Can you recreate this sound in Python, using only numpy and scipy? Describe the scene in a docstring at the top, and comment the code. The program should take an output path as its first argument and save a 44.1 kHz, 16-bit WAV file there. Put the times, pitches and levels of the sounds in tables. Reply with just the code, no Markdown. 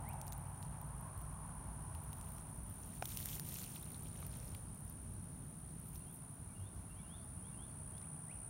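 """In a meadow of tall grass, katydids buzz by stridulation: each wing stroke draws a scraper along a
file of teeth, giving one arching tone near 9.5 kHz. Someone shifts in the grass, so blades rustle, stems
tick, twigs snap and the soil scuffs underfoot. Far birds whistle gliding notes, most of them rising.
Beneath lie a low rumble, a drone and a fine hiss; a soft, hollow rush of distant traffic and the hum
of a far engine fade early on."""
import sys
import numpy as np
from scipy import signal
from scipy.fft import rfft, irfft, next_fast_len
from scipy.io import wavfile
from scipy.ndimage import map_coordinates

SR = 44100
rng = np.random.default_rng(int(sys.argv[2]) if len(sys.argv) > 2 else 0)


def generate_wav(signal):
    """Clip the signal to [-1, 1] and save it as 16-bit WAV at the path in sys.argv[1]."""
    frames = np.transpose(np.atleast_2d(signal))
    scaled = np.clip(frames, -1, 1) * 32767
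    pcm = np.round(scaled).astype(np.int16)
    wavfile.write(sys.argv[1], SR, pcm)


N = 374409


def amp(db):
    """Decibels to amplitude gain."""
    return 10 ** (np.asarray(db) / 20)


def unit(x):
    """Normalisation to rms 1."""
    return x / np.sqrt(np.mean(x ** 2) + 1e-20)


def curves(rows):
    """Linear interpolation: one value per sample for each column after the time."""
    s, *cols = np.transpose(rows)
    return [np.interp(np.arange(N) / SR, s, c) for c in cols]


def wobble(rate):
    """Random modulation: a smooth curve with rate knots a second."""
    return map_coordinates(rng.standard_normal(int(N * rate / SR) + 4), [np.arange(N) * rate / SR])


def coloured(x, points):
    """Spectral shaping of x by (Hz, dB) points on a log frequency axis, at rms 1."""
    f, db = np.transpose(points)
    size = next_fast_len(2 * len(x))
    hz = np.fft.rfftfreq(size, 1 / SR)
    gain = amp(np.interp(np.log(hz + 1), np.log(f), db))
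    return unit(irfft(rfft(x, size) * gain, size)[:len(x)])


def noise(points):
    """Stationary noise with the given spectrum."""
    return coloured(rng.standard_normal(N), points)


def add(track, s, sound):
    """Superposition of a short sound on the track at time s."""
    part = track[max(round(s * SR), 0):][:len(sound)]
    part += sound[:len(part)]


def scattered(x, t60, wet_db):
    """Scattering: x plus weak echoes from plants, which change as the microphone moves."""
    t, echo, hop = np.arange(SR // 4) / SR, np.zeros(N), SR // 8
    padded = np.pad(x, (0, 2 * hop))
    for start in range(0, N, hop):
        tail = rng.standard_normal(len(t)) * amp(-60 * t / t60)
        piece = padded[start:start + 2 * hop] * np.sin(np.linspace(0, np.pi, 2 * hop))
        add(echo, start / SR, signal.fftconvolve(piece, tail / np.linalg.norm(tail)))
    return x + amp(wet_db) * echo


# One wing stroke. 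Each row: share of the cycle, tooth strike rate in Hz at pitch 1, relative level in dB.
WING_STROKE = [(0, 8600, -50), (.15, 8500, -35), (.23, 8850, -5.5), (.35, 9250, -1.5), (.45, 9490, 0),
               (.53, 9550, 0), (.62, 9400, -1), (.72, 8950, -4.5), (.82, 8400, -11.5), (.9, 7950, -26),
               (1, 7900, -50)]

def stridulate(rate, pitch, slip, scatter_db):
    """Stridulation: the scraper speeds up and slows along the file, so each stroke arches in pitch."""
    cycle = np.cumsum(rate * (1 + .003 * wobble(4) + .0089 * wobble(40))) / SR % 1
    share, hz, db = np.transpose(WING_STROKE)
    drift = 1 + .0025 * wobble(7)
    strikes = np.cumsum(pitch * drift * np.interp(cycle, share, hz)) / SR
    # the scraper never catches the teeth quite the same way twice
    tone = np.sin(2 * np.pi * strikes + slip * wobble(110) + .1 * wobble(1500))
    return unit(tone * amp(np.interp(cycle, share, db) + scatter_db * wobble(70)))


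# The song. Each row: time in seconds, relative levels in dB of the nearest katydid and of the others.
SONG_LEVELS = [(0.1, -59, -69), (1.58, -58.5, -64.5), (3.01, -56.5, -66), (3.1, -55, -64.5),
               (5.46, -59, -66.5), (6.09, -58, -66), (6.87, -61.5, -65.5), (7.33, -57.5, -64),
               (8.4, -53, -63.5)]
# The strokes' low ends as the microphone tilts up. Each row: time in seconds, level in dB.
LOW_END_LEVEL = [(0, -92), (6, -87), (6.7, -79), (8.49, -77.5)]
# Farther katydids. Each row: strokes a second, pitch ratio to the nearest, relative level in dB.
FAR_SINGERS = [(60.8, 1.058, -10.5), (74.1, 1.079, -11), (57.64, 1.037, -11)]
# The farthest, merged. Each row: frequency in Hz, relative spectral density in dB.
CHORUS_SPECTRUM = [(8000, -45), (8600, -24), (9200, -6), (9600, -7.5), (10050, -6.5), (10300, -16),
                   (10430, -7.5), (10560, -41.5)]

def katydids():
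    """Superposition: one close singer stands clear while farther ones blur into a chorus."""
    near_db, far_db = curves(SONG_LEVELS)
    singer = stridulate(rate=66.5, pitch=1, slip=1.1, scatter_db=.3)
    near = scattered(singer, t60=.02, wet_db=-19)
    flicker = amp(3 * wobble(25) + 2 * wobble(3))
    low_band = coloured(singer, [(6000, -20), (7800, -5), (8200, 0), (8600, -10), (9000, -40)])
    low_end = amp(curves(LOW_END_LEVEL)[0]) * flicker * low_band
    far = sum(amp(db) * stridulate(rate, pitch, slip=2, scatter_db=.6) for rate, pitch, db in FAR_SINGERS)
    chorus = unit(far) + amp(.5) * noise(CHORUS_SPECTRUM)
    return amp(near_db - .76) * unit(near) + low_end + amp(far_db + 4) * unit(chorus)


# Four background noises. Each row: frequency in Hz, relative spectral density in dB.
RUMBLE_SPECTRUM = [(12, -45), (24, -12.5), (36, -3), (56, 8.5), (72, 5), (94, 8.5), (115, 4.5), (150, -41)]
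DRONE_SPECTRUM = [(80, -21), (128, 0), (155, 1.5), (180, -3.5), (250, -9), (315, -15.5), (400, -18.5),
                  (520, -25.5), (800, -46.5)]
TRAFFIC_SPECTRUM = [(350, -13.5), (500, -5.5), (630, 3), (900, 2.5), (1200, -1), (1500, -4), (2000, -13.5),
                    (3000, -21), (5000, -48)]
HISS_SPECTRUM = [(500, -10), (1500, 1), (2500, 2), (3500, 0), (4500, -2), (5500, -1), (6500, 0), (7700, -3),
                 (10800, .5), (11800, 2), (13000, 2.5), (16000, 2.5)]
# Their envelopes. Each row: time in seconds, relative level in dB.
RUMBLE_LEVEL = [(0.1, -56.5), (2.18, -49.5), (3.89, -56.5), (4.52, -50), (4.81, -54.5), (5.05, -51.5),
                (5.58, -58), (6.02, -51), (6.11, -62.5), (6.62, -51), (6.71, -59.5), (6.78, -46.5),
                (6.85, -54.5), (8.0, -54.5), (8.12, -60), (8.4, -54.5)]
DRONE_LEVEL = [(0.1, -54.5), (0.31, -56), (2.41, -54.5), (3.33, -52), (4.81, -55), (5.39, -52.5),
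               (5.99, -55.5), (8.1, -54.5), (8.4, -56)]
TRAFFIC_LEVEL = [(0.05, -54), (0.54, -60), (1.1, -59), (2.33, -61.5), (2.72, -65.5), (3.17, -65.5),
                 (5.72, -68.5), (7.98, -65.5), (8.4, -66)]
# The traffic's hollow note. Each row: time in seconds, centre in Hz, level in dB over its broad rush.
HOLLOW_NOTE = [(0, 846.8, 5.5), (.4, 855, -1), (.7, 913, -1.5), (1.2, 1057, 0), (1.7, 921, -2),
               (2.4, 989, -3.5), (2.8, 909, -10), (8.49, 893, -31)]

def background():
    """Ambient noise in bands: rumble, drone, the soft, hollow rush of distant traffic and a hiss."""
    rumble = amp(curves(RUMBLE_LEVEL)[0]) * noise(RUMBLE_SPECTRUM)
    drone = amp(curves(DRONE_LEVEL)[0] + .14) * noise(DRONE_SPECTRUM)
    centre_hz, hollow_db = curves(HOLLOW_NOTE)
    # ring modulation carries narrow noise along the drifting centre
    carrier = np.sin(2 * np.pi * np.cumsum(centre_hz) / SR)
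    hollow = unit(noise([(60, 4), (130, 1), (300, -12.5), (900, -65)]) * carrier)
    traffic = (noise(TRAFFIC_SPECTRUM) + amp(hollow_db) * hollow) / np.hypot(1, amp(hollow_db))
    hiss = amp(-70.4) * noise(HISS_SPECTRUM)
    return rumble + drone + amp(curves(TRAFFIC_LEVEL)[0] + 1) * traffic + hiss


# The engine's wavering lines. Each row: frequency in Hz, relative level in dB.
ENGINE_LINES = [(56, 2), (94, 3), (133, 2), (154, 0.5)]
# Their envelope. Each row: time in seconds, gain in dB.
ENGINE_LEVEL = [(0, -55.5), (.8, -56), (1.2, -57), (1.8, -60), (2.4, -61.5), (3, -74), (8.49, -77)]

def engine():
    """Attenuation with distance: only the lowest orders of a far engine carry across the field."""
    t = np.arange(N) / SR
    lines = sum(amp(db + .4 * wobble(10)) * np.sin(2 * np.pi * hz * t + .82 * wobble(7))
                for hz, db in ENGINE_LINES)
    return amp(curves(ENGINE_LEVEL)[0]) * lines


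def crackle(rate, spread_db, points):
    """Shot noise: tiny fractures at random moments, each ringing briefly at its own pitch."""
    count = int(rate * N / SR)
    when, pitch, size = rng.random((count, 3)).T
    age = np.arange(48)  # samples
    hz = 1500 * 10 ** pitch
    turns = hz[:, None] * age / SR
    strength = amp(-spread_db * np.log(np.maximum(size, .004)))
    grains = strength[:, None] * np.sin(2 * np.pi * turns) * np.exp(-turns / 3.8)
    at = (when * N).astype(int)[:, None] + age
    return coloured(np.bincount(at.ravel(), grains.ravel(), N)[:N], points)


def swell(s, hold_s, fade_s):
    """Exponential envelope of a contact: it rises 20 dB in fade_s, holds from time s, falls as fast."""
    t = np.arange(N) / SR
    outside = np.maximum(np.maximum(s - t, t - s - hold_s), 0)
    return amp(-20 * outside / fade_s)


# Rustling blades and stems. Each row: frequency in Hz, relative spectral density in dB.
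BLADE_SPECTRUM = [(5000, -27), (7000, -15), (9000, -13), (11500, 8), (13500, 13.5), (16000, 10)]
STEM_SPECTRUM = [(300, -10.5), (550, -7), (1500, -10), (2500, -2.5), (4500, -1.5), (5800, 2.5), (8000, 1.5),
                 (11000, -11)]
# Blades stirring between brushes. Each row: time in seconds, level in dB.
STIR_LEVEL = [(0, -75), (2.5, -90), (5.8, -78), (6.8, -85), (8.49, -91)]
# Legs brushing the grass. Each row: start, hold and fade in seconds, blade and stem levels in dB.
BRUSHES = [(.62, 0.055, .1, -71, -76), (2.19, .17, .25, -64, -73), (2.787, .2, 0.38, -65.5, -71),
           (3.154, 0.19, 0.23, -50, -57), (3.536, 0.054, 0.17, -51.5, -56.5), (3.68, 0.085, 0.55, -62, -65),
           (4.13, .13, 0.65, -67, -68), (4.36, 0.18, .15, -70, -71.5), (4.857, .04, .1, -67, -82),
           (5.87, 0.035, .15, -65, -88), (5.94, 0.021, 0.066, -57, -74), (6.143, .025, .07, -63, -84)]

def grass():
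    """Incoherent sources add in power: light touches crackle, a firm push merges them into a swish."""
    stir = amp(curves(STIR_LEVEL)[0])
    blades_power, stems_power = stir ** 2, (amp(-3.5) * stir) ** 2
    for s, hold_s, fade_s, blades_db, stems_db in BRUSHES:
        push = swell(s, hold_s, fade_s)
        blades_power += (amp(blades_db) * push) ** 2
        stems_power += (amp(stems_db) * push) ** 2
    swish = np.clip(.32 + .057 * (10 * np.log10(blades_power) + 69), .3, 1.2)
    blades = crackle(rate=2200, spread_db=5, points=BLADE_SPECTRUM) + swish * noise(BLADE_SPECTRUM)
    stems = crackle(rate=2800, spread_db=4.5, points=STEM_SPECTRUM) + swish * noise(STEM_SPECTRUM)
    clumps = amp(2 * wobble(28))  # blades catch and let go in clumps
    return clumps * (np.sqrt(blades_power) * blades + np.sqrt(stems_power) * stems) / np.hypot(1, swish)


# Bent stalks ticking. Each row: time in seconds, level in dB.
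CREEP_LEVEL = [(0, -78), (4.6, -77), (6.2, -78), (6.8, -86), (8.49, -88)]

def stalks():
    """Elastic recovery: bent stalks creep back with fine ticks until the walker stands still."""
    return amp(curves(CREEP_LEVEL)[0]) * crackle(rate=110, spread_db=3.8, points=BLADE_SPECTRUM)


def whistle(length_s, glide_hz, bend=1):
    """Frequency glide: a pure tone swells and fades between two pitches; more bend delays the glide."""
    progress = np.linspace(0, 1, int(length_s * SR))
    start_hz, end_hz = glide_hz
    hz = start_hz * (end_hz / start_hz) ** (progress ** bend)
    return np.sin(np.pi * progress) * np.sin(2 * np.pi * np.cumsum(hz) / SR)


# One bird's quick upward whips. Each row: start and length in seconds, relative level in dB.
WHIPS = [(0.043, 0.1, -57), (.41, .075, -69), (8.012, 0.056, -61.5), (8.282, .055, -56)]
# Another's three-part call. Each row: start in seconds, relative levels in dB of held note and slur.
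RISING_CALLS = [(5.985, -74, -74.5), (6.54, -68.5, -69.5), (6.885, -69.5, -69), (7.022, -69, -62),
                (7.357, -76, -70), (7.513, -73, -64), (7.855, -80, -72)]
# A soft falling note further off. Each row: start in seconds, relative level in dB.
PEEPS = [(6.48, -71), (6.97, -67), (7.455, -71.5)]

def birds():
    """Outdoor propagation: repeated whistles waver on their way, trailed by the meadow's echo."""
    out = np.zeros(N)
    for s, length_s, db in WHIPS:
        whip = whistle(length_s, glide_hz=(1875, 3640), bend=1.5)
        fade_db = 6.5 * np.linspace(0, 1, len(whip))  # a whip weakens as it climbs
        add(out, s, amp(db - fade_db) * whip)
    for s, held_db, slur_db in RISING_CALLS:
        pitch = 1 + .012 * rng.standard_normal(2)  # scatter from call to call
        held = whistle(length_s=.07, glide_hz=pitch * (2750, 2810))
        slur = whistle(length_s=.1, glide_hz=pitch * (2970, 3780))
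        flourish = whistle(length_s=.088, glide_hz=pitch * (4120, 4950))
        add(out, s, amp(held_db) * held)
        add(out, s + .058, amp(slur_db) * slur)
        add(out, s + .15, amp(slur_db - 13) * flourish)
    for s, db in PEEPS:
        add(out, s, amp(db) * whistle(length_s=.054, glide_hz=(2380, 2220)))
    waver = amp(2.6 * wobble(110) - 2.5)
    return scattered(out * waver, t60=.6, wet_db=-4.5)


# The loudest stems springing free. Each row: start in seconds, then relative levels in dB of the peak,
# the body around 3 kHz and the brightness around 13 kHz.
STEM_TICKS = [(0.0885, -34, -38, -6), (0.133, -39, -27, -10), (0.2138, -29, -38.5, -25),
              (0.2677, -36, -26, -11), (0.2793, -34, -37, -20), (0.323, -31.5, -26, -16.5),
              (0.33, -33, -35, -16), (0.627, -34, -27.5, -22), (0.814, -35, -31, -7),
              (1.1764, -42, -24, -2), (1.2156, -36, -32, -4), (1.949, -40, -18, -13),
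              (2.1298, -34, -26, -10.5), (2.2114, -37, -38, -24), (2.3824, -40, -31, -22),
              (3.0553, -27, -25, -7.5), (3.172, -23.5, -29, -15), (3.257, -22, -34, -17),
              (3.287, -32, -26, -24), (3.3529, -29, -37, -16), (3.3963, -25, -18, -2.5),
              (3.586, -32.5, -32, -30), (3.64, -30.5, -36, -22), (3.918, -37, -25, -8),
              (3.9444, -38.5, -18, -18), (4.2657, -30.5, -22, 1), (4.5488, -36.5, -11, -3),
              (5.957, -37.5, -31.5, -20), (7.9794, -43, -28, -22), (8.0153, -47, -27, -27)]

def ticks(snap_s, t60, tail_db, level_db):
    """Impulsive release: a freed stem gives a dry snap, brighter if it is thin, then a faint shiver."""
    out, t = np.zeros(N), np.arange(SR // 40) / SR
    snap = np.exp(-((t - .001) / snap_s) ** 2)
    shiver = (t > .001) * amp(tail_db - 60 * t / t60)
    for s, db, body_db, bright_db in STEM_TICKS:
        burst = rng.standard_normal(len(t)) * (snap + shiver)
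        body = [(500, body_db - 10), (2800, body_db), (4800, body_db + 3.5), (7000, -26.5)]
        treble = [(12500, bright_db - 7), (15500, bright_db - 4), (17000, -56)]
        tick = coloured(burst, body + treble)
        add(out, s, amp(db + level_db) * tick / np.abs(tick).max())
    return out


# A twig's modes. Each row: frequency in Hz at pitch 1, relative level in dB, 60 dB decay time in seconds.
TWIG_MODES = [(780, 1.5, 0.014), (1460, -1.5, 0.0083), (2510, -5, 0.0086), (5500, -3, 0.003)]
# Twigs breaking underfoot. Each row: start in seconds, gain in dB, pitch ratio.
TWIG_SNAPS = [(3.024, -26.5, 0.96), (4.227, -44.5, 1.53), (4.548, -48.5, 3)]

def twigs():
    """Damped modes: a breaking twig rings until the ground stills it; thinner ones ring higher."""
    out, t = np.zeros(N), np.arange(SR // 20) / SR
    attack = 1 - np.exp(-t / .0005)
    for s, db, pitch in TWIG_SNAPS:
        ring = sum(amp(level - 60 * t / t60) * np.cos(2 * np.pi * pitch * hz * t)
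                   for hz, level, t60 in TWIG_MODES)
        crack = .4 * amp(-60 * t / .006) * rng.standard_normal(len(t))
        add(out, s, amp(db) * (ring + crack) * attack)
    return out


# Scuffed soil. Each row: frequency in Hz, relative spectral density in dB.
SOIL_SPECTRUM = [(200, -28), (350, -10), (530, 2.5), (800, -7), (1300, -12), (2500, -20)]
# A shoe pressing down. Each row: start and hold in seconds, level in dB.
SHOE_PRESSES = [(3.1, 0.89, -73), (4.18, 0.39, -66)]

def soil():
    """Contact noise: the ground gives a dull scuff as weight comes onto a shoe."""
    weight = sum(amp(db) * swell(s, hold_s, fade_s=.22) for s, hold_s, db in SHOE_PRESSES)
    return weight * noise(SOIL_SPECTRUM)


def scene():
    """Superposition: all sources sum at one microphone."""
    meadow = katydids() + background() + engine() + grass() + stalks() + birds()
    stems = ticks(snap_s=.0007, t60=.019, tail_db=-7, level_db=-4)
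    return (meadow + stems + twigs() + soil())[None]


def record(dry):
    """Linear filtering: the microphone port dulls a band near 5 kHz; the recorder is band-limited."""
    size = next_fast_len(N + SR // 2)
    hz = np.fft.rfftfreq(size, 1 / SR)
    port = amp(-4.5 * np.exp(-((hz - 4930) / 260) ** 2))
    passband = hz < 15900
    return irfft(rfft(dry, size) * port * passband, size)[:, :N]


dry = scene()
out = record(dry)
generate_wav(out)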